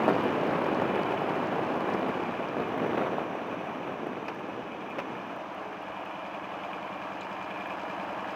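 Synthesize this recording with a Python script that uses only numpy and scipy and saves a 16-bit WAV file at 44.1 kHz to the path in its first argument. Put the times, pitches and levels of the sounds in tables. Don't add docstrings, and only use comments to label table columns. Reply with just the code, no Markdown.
import sys
import numpy as np
from scipy import signal
from scipy.fft import rfft, irfft, next_fast_len
from scipy.io import wavfile
from scipy.ndimage import uniform_filter1d, map_coordinates

SR = 44100
rng = np.random.default_rng(int(sys.argv[2]) if len(sys.argv) > 2 else 0)


def pcm_store(signal):
    levels = np.round(np.clip(np.atleast_2d(signal), -1, 1) * 32767)
    wavfile.write(sys.argv[1], SR, levels.astype(np.int16).T)


def magnitude_from_level(level_db):
    exponent = np.asarray(level_db, float) / 20
    return 10 ** exponent


N = 368235

# [f/Hz, level/dB]
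FRAME_SHAKE = [(15, -13), (60, 3), (120, 1), (400, -62)]
FRAME_DB = -76
# [t/s, peak level/dB]
SEAMS = [(.0992, -46), (.2379, -39.5), (.4684, -46), (.6659, -52), (1.1149, -48), (1.3918, -50.5),
         (1.7674, -51), (1.9924, -51), (2.0844, -44), (2.685, -48), (2.869, -47.5), (2.9149, -50.5),
         (4.0702, -49), (4.347, -49), (4.9012, -49), (4.9856, -50), (5.2704, -51.5), (5.3636, -48),
         (5.8242, -50), (6.0545, -48.5), (8.0401, -49.5), (8.3183, -50)]
BLOCK, FIRST_SEAM = 2036, 370
PORT_HZ = 105.4

# [t/s, buffet level/dB]
HEADWIND = [(0, -31), (.7, -34.5), (1.3, -35), (2, -34.5), (2.4, -38.5), (3.4, -40.5), (4.4, -43),
            (5.3, -46), (5.75, -54.5), (8.35, -50.5)]
# [t/s, level over the headwind/dB, half length/s]
GUSTS = [(0, 2.5, 0.019), (0.104, 1, 0.058), (0.507, 4, 0.053), (0.843, 3, 0.13), (1.39, 1.5, 0.033),
         (1.93, 2, 0.044), (2.1, 2.5, .04), (2.6, 6.5, 0.033), (2.828, 6.5, 0.089), (3.027, 6, 0.19),
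         (3.913, 3.5, 0.034), (4.083, 3, 0.037), (5.115, 2.5, 0.091)]
# [f/Hz, level/dB per Hz]
BUFFET = [(25, -20), (70, -14.5), (120, -4.5), (207, -0.5), (318, 1), (520, -3), (1080, -12.5),
          (1860, -20.5), (2500, -27), (4000, -40), (6000, -63), (9000, -82)]
# [t/s, peak level/dB]
SLAPS = [(.045, -10), (.079, 1), (.123, -11), (.163, -4.5), (.189, -7), (.283, -20), (.361, -13),
         (.434, -11), (.664, -6.5), (.778, -14), (.819, -4.5), (.909, -8), (1.137, -6), (1.217, -5.5),
         (1.331, -13), (1.497, -15), (1.564, -15), (2.172, -7.5), (2.869, -17), (3.13, -12), (3.182, -7.5),
         (3.351, -13), (3.894, -14), (4.068, -14), (4.281, -21), (4.977, -19), (5.077, -24)]

# [t/s, peak level/dB]
RATTLE = [(.0797, -34), (.111, -41), (.1301, -41), (.195, -42), (.2473, -43), (.2828, -37), (.3065, -42),
          (.364, -42), (.4384, -38), (.4539, -40), (.6484, -41), (.6664, -38), (.7477, -37), (.879, -40),
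          (.957, -38), (1.0331, -34), (1.1094, -44), (1.4611, -40), (1.4721, -39), (1.6487, -44),
          (1.8068, -38), (1.94, -33), (2.4872, -39), (2.6209, -41)]
RATTLE_HZ, RATTLE_SPREAD, RATTLE_T60 = 3900, .04, .006
CHATTER_DB, CHATTER_SCATTER_DB, CHATTER_END_S = -11, 2.2, 2.7
# [t/s, level/dB, f/Hz, t60/s]
PEBBLE = [
    (7.2095, -42, 4100, .02),
    (7.2135, -44, 3880, .02),
    (7.2095, -47, 6700, .015),
    (7.2095, -48, 7050, .015),
    (7.211, -62, 7500, .05),
]
# [t/s, level/dB, t60/s]
SHIFT = [
    (4.2804, -32, .03),
    (4.282, -27.5, 0.018),
    (4.286, -30, .06),
    (4.985, -28.5, 0.075),
    (4.991, -36, 0.051),
    (5, -33, 0.021),
]
# [f/Hz, level/dB per Hz]
GEARBOX = [(60, -60), (300, -7), (700, 2), (1700, -8), (2600, -7), (3400, -27), (6000, -30.5), (8000, -55)]

# [t/s, level/dB]
ROAD = [(0, -33), (.9, -35), (1.7, -35), (2.65, -38), (3, -38), (3.5, -39.5), (4.7, -42.5), (5.2, -40.5),
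        (7.4, -38), (8.35, -36.5)]
# [f/Hz, level/dB per Hz]
ROAR = [(250, -24), (420, -15), (527, -6.5), (630, 0.5), (824, -2), (1100, -3.5), (1350, -9.5), (1680, -19),
        (2000, -17), (2900, -17.5), (3300, -26.5), (4400, -37.5), (6500, -42.5), (9000, -62)]

# [t/s, four-stroke cycles gone]
CRANK = [(-.1, -74), (0, -72), (2.5, -28), (4.1, -7.9), (4.85, .1), (5.35, 5.26), (5.85, 10.48),
         (6.35, 15.74), (6.85, 20.92), (7.35, 26.05), (7.85, 31.19), (8.35, 36.28)]
# [t/s, throttle 0-1, coasting gear share 0-1]
LOAD = [(0, 0, 0), (2.2, .05, 0.3), (3, 0, 0.8), (4.6, 0.44, 0.55), (5.4, 0.3, 0.5), (6, 0.45, 0.3),
        (7.3, 0.82, 0.2), (8.35, 0.8, 0)]
# [f/Hz, width/Hz, level/dB]
COAST = [(1735, 28, 24), (3610, 37, 16), (5880, 500, 4.5)]
# [place 0-1, cover blow/dB, case blow/dB, bright hiss/dB, hiss length/s]
VALVES = [(.0, -14, -14, -2, .008), (.21, 3, -2, -12, .002), (.36, -6, -8, -5, .005),
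          (.51, -1, -14, -4, .003), (.63, 0, -7, 3, .003), (.69, -5, 2, -3, .003),
          (.72, -14, -4, -12, .002), (.815, -6, -10, 2, .009)]
# [f/Hz, width/Hz, level/dB]
CASE = [(2200, 30, -6), (2390, 28, 0), (2562, 16, 0), (2955, 60, -10), (3350, 150, -18)]
# [f/Hz, width/Hz, level/dB]
COVER = [(950, 183, 0), (1673, 157, 2.5)]
# [f/Hz, width/Hz, level/dB]
BRIGHT = [(3940, 500, 3.5), (4880, 180, 3.5), (5120, 190, 2.5), (6270, 600, -3), (7700, 1500, -8.5)]
# [place 0-1, pipe f/Hz, swell/s, level/dB]
EXHAUST = [(.91, 301, 0.0039, -2.5), (.365, 305, 0.0032, -1), (0.3, 278, 0.0029, -11.5),
           (0.6, 253, 0.0016, -11), (0, 450, 0.0011, -2.5), (0.5, 478, 0.002, -14), (.93, 97, 0.0022, -10),
           (.42, 97, 0.0037, -11.5), (0.1, 111, 0.0028, -14)]
# [place 0-1, f/Hz, swell/s, level/dB]
INTAKE = [(.57, 190, .0045, 0), (.125, 186, .005, -8.5), (.36, 188, .004, -12), (.83, 184, .004, -11),
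          (.62, 90, .003, -12)]
# (shut dB, dB per full throttle, dB per full coasting)
EXHAUST_DB, INTAKE_DB, VALVE_DB = (-46, 2.5, -6), (-52, 6, -1.5), (-9, 10, -0.5)
ROAR_REF_DB, CASE_DB, CASE_FOLLOWS, CASE_LOAD_DB = -35, -45, 0.46, -3.5
BRIGHT_DB = -65.5


def unit(x):
    return x / np.sqrt(np.mean(x ** 2) + 1e-20)


def curves(rows):
    s, *cols = np.transpose(rows)
    return [np.interp(np.arange(N) / SR, s, c) for c in cols]


def wobble(rate):
    knots = rng.standard_normal(int(N * rate / SR) + 4)
    return map_coordinates(knots, [np.arange(N) * rate / SR])


def filtered(x, response):
    m = next_fast_len(N + 8192)
    return irfft(rfft(x, m) * response(np.fft.rfftfreq(m, 1 / SR)), m)[..., :N]


def colour(points):
    f, v = np.transpose(points)
    return lambda hz: magnitude_from_level(np.interp(np.log(hz + 1), np.log(f + 1), v))


def body(modes):
    def response(f):
        total = 0
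        for k, (c, w, db) in enumerate(modes):
            total = total + (-1) ** k * magnitude_from_level(db) * 1j * f * w / (c * c - f * f + 1j * f * w)
        return total
    return response


def rush(spectrum, patchy_db):
    z = signal.stft(rng.standard_normal(N), nperseg=512)[2]
    field = uniform_filter1d(rng.standard_normal(z.shape), size=5, axis=0)
    field = uniform_filter1d(field, size=6, axis=1)
    noise = signal.istft(z * magnitude_from_level(patchy_db * unit(field)), nperseg=512)[1][:N]
    return unit(filtered(noise, colour(spectrum)))


def headwind():
    t = np.arange(N) / SR
    return curves(HEADWIND)[0] + sum(db * np.exp(-((t - s) / half) ** 2) for s, db, half in GUSTS)


def wind():
    buffet_db = headwind()
    lumps = magnitude_from_level(1.1 * wobble(70) + 2.3 * wobble(170))
    flow = rush(BUFFET, patchy_db=0.25)
    deep = filtered(flow, lambda hz: 1 / (1 + (hz / 230) ** 4))
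    eddies = unit(deep + lumps / lumps.mean() * (flow - deep))
    eddies = eddies - 0.19 * filtered(eddies ** 2, lambda hz: hz > 220)
    slaps, t = np.zeros(N + SR), np.arange(SR // 50) / SR - .002
    for s, db in SLAPS:
        swing = np.cos(2 * np.pi * rng.uniform(320, 710) * t)
        slaps[round(s * SR):][:len(t)] -= magnitude_from_level(db - 8.5) * np.exp(-(t / 0.00082) ** 2) * swing
    slaps = filtered(slaps[:N], lambda hz: 1 / (1 + (200 / (hz + 1)) ** 4))
    return magnitude_from_level(buffet_db + 4) * eddies + slaps


def drive_roar():
    return magnitude_from_level(curves(ROAD)[0] - 0.08 + 0.42 * wobble(30)) * rush(ROAR, patchy_db=0.7)


def mount_rattle():
    out, short = np.zeros(N + SR), SR // 50
    t = np.arange(short) / SR
    when = rng.uniform(size=90) ** 1.4 * CHATTER_END_S
    faint_db = headwind()[(when * SR).astype(int)] + CHATTER_DB
    faint_db = faint_db + CHATTER_SCATTER_DB * rng.standard_normal(len(when))
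    for s, db in list(RATTLE) + list(zip(when, faint_db)):
        hz = RATTLE_HZ * (1 + RATTLE_SPREAD * rng.exponential())
        blow = magnitude_from_level(-60 * t / RATTLE_T60) * rng.standard_normal(short)
        blow[0] = 4
        crack = signal.lfilter(*signal.butter(2, [.72 * hz, 1.3 * hz], "band", fs=SR), blow)
        out[round(s * SR):][:short] += magnitude_from_level(db - 3.0) * crack / np.abs(crack).max()
    return out[:N]


def pebble():
    out, t = np.zeros(N + SR), np.arange(SR // 8) / SR
    for s, db, hz, t60 in PEBBLE:
        ring = magnitude_from_level(db - 60 * t / t60) * np.sin(2 * np.pi * hz * t)
        out[round(s * SR):][:len(t)] += ring * (1 - np.exp(-t / .0006))
    return out[:N]


def brake():
    start, attack, hold, release = 5.55, .05, .13, .2
    db, hz, sag = -45, 433, 65
    t = np.arange(N) / SR - start
    swell = np.clip(np.minimum(t / attack, (attack + hold + release - t) / release), 0, 1) ** 2
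    return magnitude_from_level(db) * swell * np.sin(2 * np.pi * (hz * t - sag * t ** 2 / 2))


def gear_shifts():
    clunk, t = np.zeros(N + SR), np.arange(SR // 8) / SR
    for s, db, t60 in SHIFT:
        clunk[round(s * SR):][:len(t)] += magnitude_from_level(db + 13 - 60 * t / t60)
    return filtered(clunk[:N] * rng.standard_normal(N), colour(GEARBOX))


def loaded(rule_db):
    throttle, coasting = curves(LOAD)
    return rule_db[0] + rule_db[1] * throttle + rule_db[2] * coasting


def since(place, scatter_db):
    s, cycles = np.transpose(CRANK)
    turn = np.floor(curves(CRANK)[0] - place)
    passed = np.interp(turn + place, cycles, s)
    strength = magnitude_from_level(scatter_db * rng.standard_normal(200))
    return np.arange(N) / SR - passed, strength[turn.astype(int)]


def valve_blows():
    valve_db = loaded(VALVE_DB)
    shake, hiss = rng.standard_normal((2, N)), np.full(N, .45)
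    for place, cover_db, ring_db, hiss_db, length in VALVES:
        t, size = since(place, scatter_db=2.4)
        contact = np.diff(t, prepend=0) < 0
        blow = magnitude_from_level(valve_db) * size * contact
        shake += blow * magnitude_from_level([[cover_db + 30], [ring_db + 35]])
        hiss += magnitude_from_level(hiss_db + valve_db + 1.5) * size * np.exp(-t / length)
    return shake[0], shake[1], hiss * rng.standard_normal(N)


def unloaded_gears():
    def ring(hz):
        return np.abs(body(COAST)(hz)) ** 1.34 / magnitude_from_level(np.interp(hz, [1745, 5900], [6, 0]))
    return unit(filtered(rng.standard_normal(N), ring))


def engine_metal():
    (roar_db,), (throttle, coasting) = curves(ROAD), curves(LOAD)
    case_db = CASE_DB + CASE_FOLLOWS * (roar_db - ROAR_REF_DB) + CASE_LOAD_DB * throttle
    case_db = case_db + 1.6 * wobble(2.88)
    bright_db = BRIGHT_DB + 0.92 * wobble(3.06)
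    cover_blows, case_blows, hiss = valve_blows()
    cover = unit(filtered(cover_blows, body(COVER)))
    case = unit(filtered(case_blows, body(CASE)))

    def small_parts(hz):
        steep = hz ** 2 / (hz ** 2 + 3000 ** 2) / (1 + (hz / 8000) ** 8)
        return steep * body(BRIGHT)(hz)
    bright = np.sqrt(np.clip(1 - 0.92 * coasting, 0, 1)) * unit(filtered(hiss, small_parts))
    gears = magnitude_from_level(7.0) * np.clip(coasting, 0, 1) * unloaded_gears()
    return magnitude_from_level(roar_db - 10.5) * cover + magnitude_from_level(case_db - 3.5) * case + magnitude_from_level(bright_db - 2.0) * (bright + gears)


def breath(pulses, scatter_db):
    out = np.zeros(N)
    for place, hz, swell, db in pulses:
        t, size = since(place, scatter_db)
        shape = (t / swell) ** 3 * np.exp(-t / swell)
        out += magnitude_from_level(db) * size * shape * np.sin(2 * np.pi * hz * t)
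    return unit(out)


def pipes():
    exhaust = magnitude_from_level(loaded(EXHAUST_DB)) * breath(EXHAUST, scatter_db=1)
    intake = magnitude_from_level(loaded(INTAKE_DB)) * breath(INTAKE, scatter_db=1.2)
    return exhaust + intake


def scene():
    passing = wind() + drive_roar() + mount_rattle() + pebble() + brake()
    engine = gear_shifts() + engine_metal() + pipes()
    return (passing + engine)[None]


def roll_off(x):
    return signal.sosfilt(signal.butter(12, 15830, fs=SR, output="sos"), x)


def record(dry):
    x = filtered(dry, lambda hz: (1j * hz / (PORT_HZ + 1j * hz)) ** 2)
    x = x + magnitude_from_level(FRAME_DB) * rush(FRAME_SHAKE, patchy_db=5)
    step = np.sqrt(np.abs(uniform_filter1d(np.gradient(x[0]) ** 2, size=60)))
    clicks, seam = np.zeros(N), np.arange(FIRST_SEAM, N, BLOCK)
    clicks[seam] = magnitude_from_level(-6) * step[seam] * rng.laplace(size=len(seam))
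    for s, db in SEAMS:
        clicks[round(s * SR) + 30] += magnitude_from_level(db + 4.0)
    hiss = magnitude_from_level(-20.0) * step * rng.standard_normal(N)
    return roll_off(x + hiss + np.diff(clicks, prepend=0))


dry = scene()
out = record(dry)
pcm_store(out)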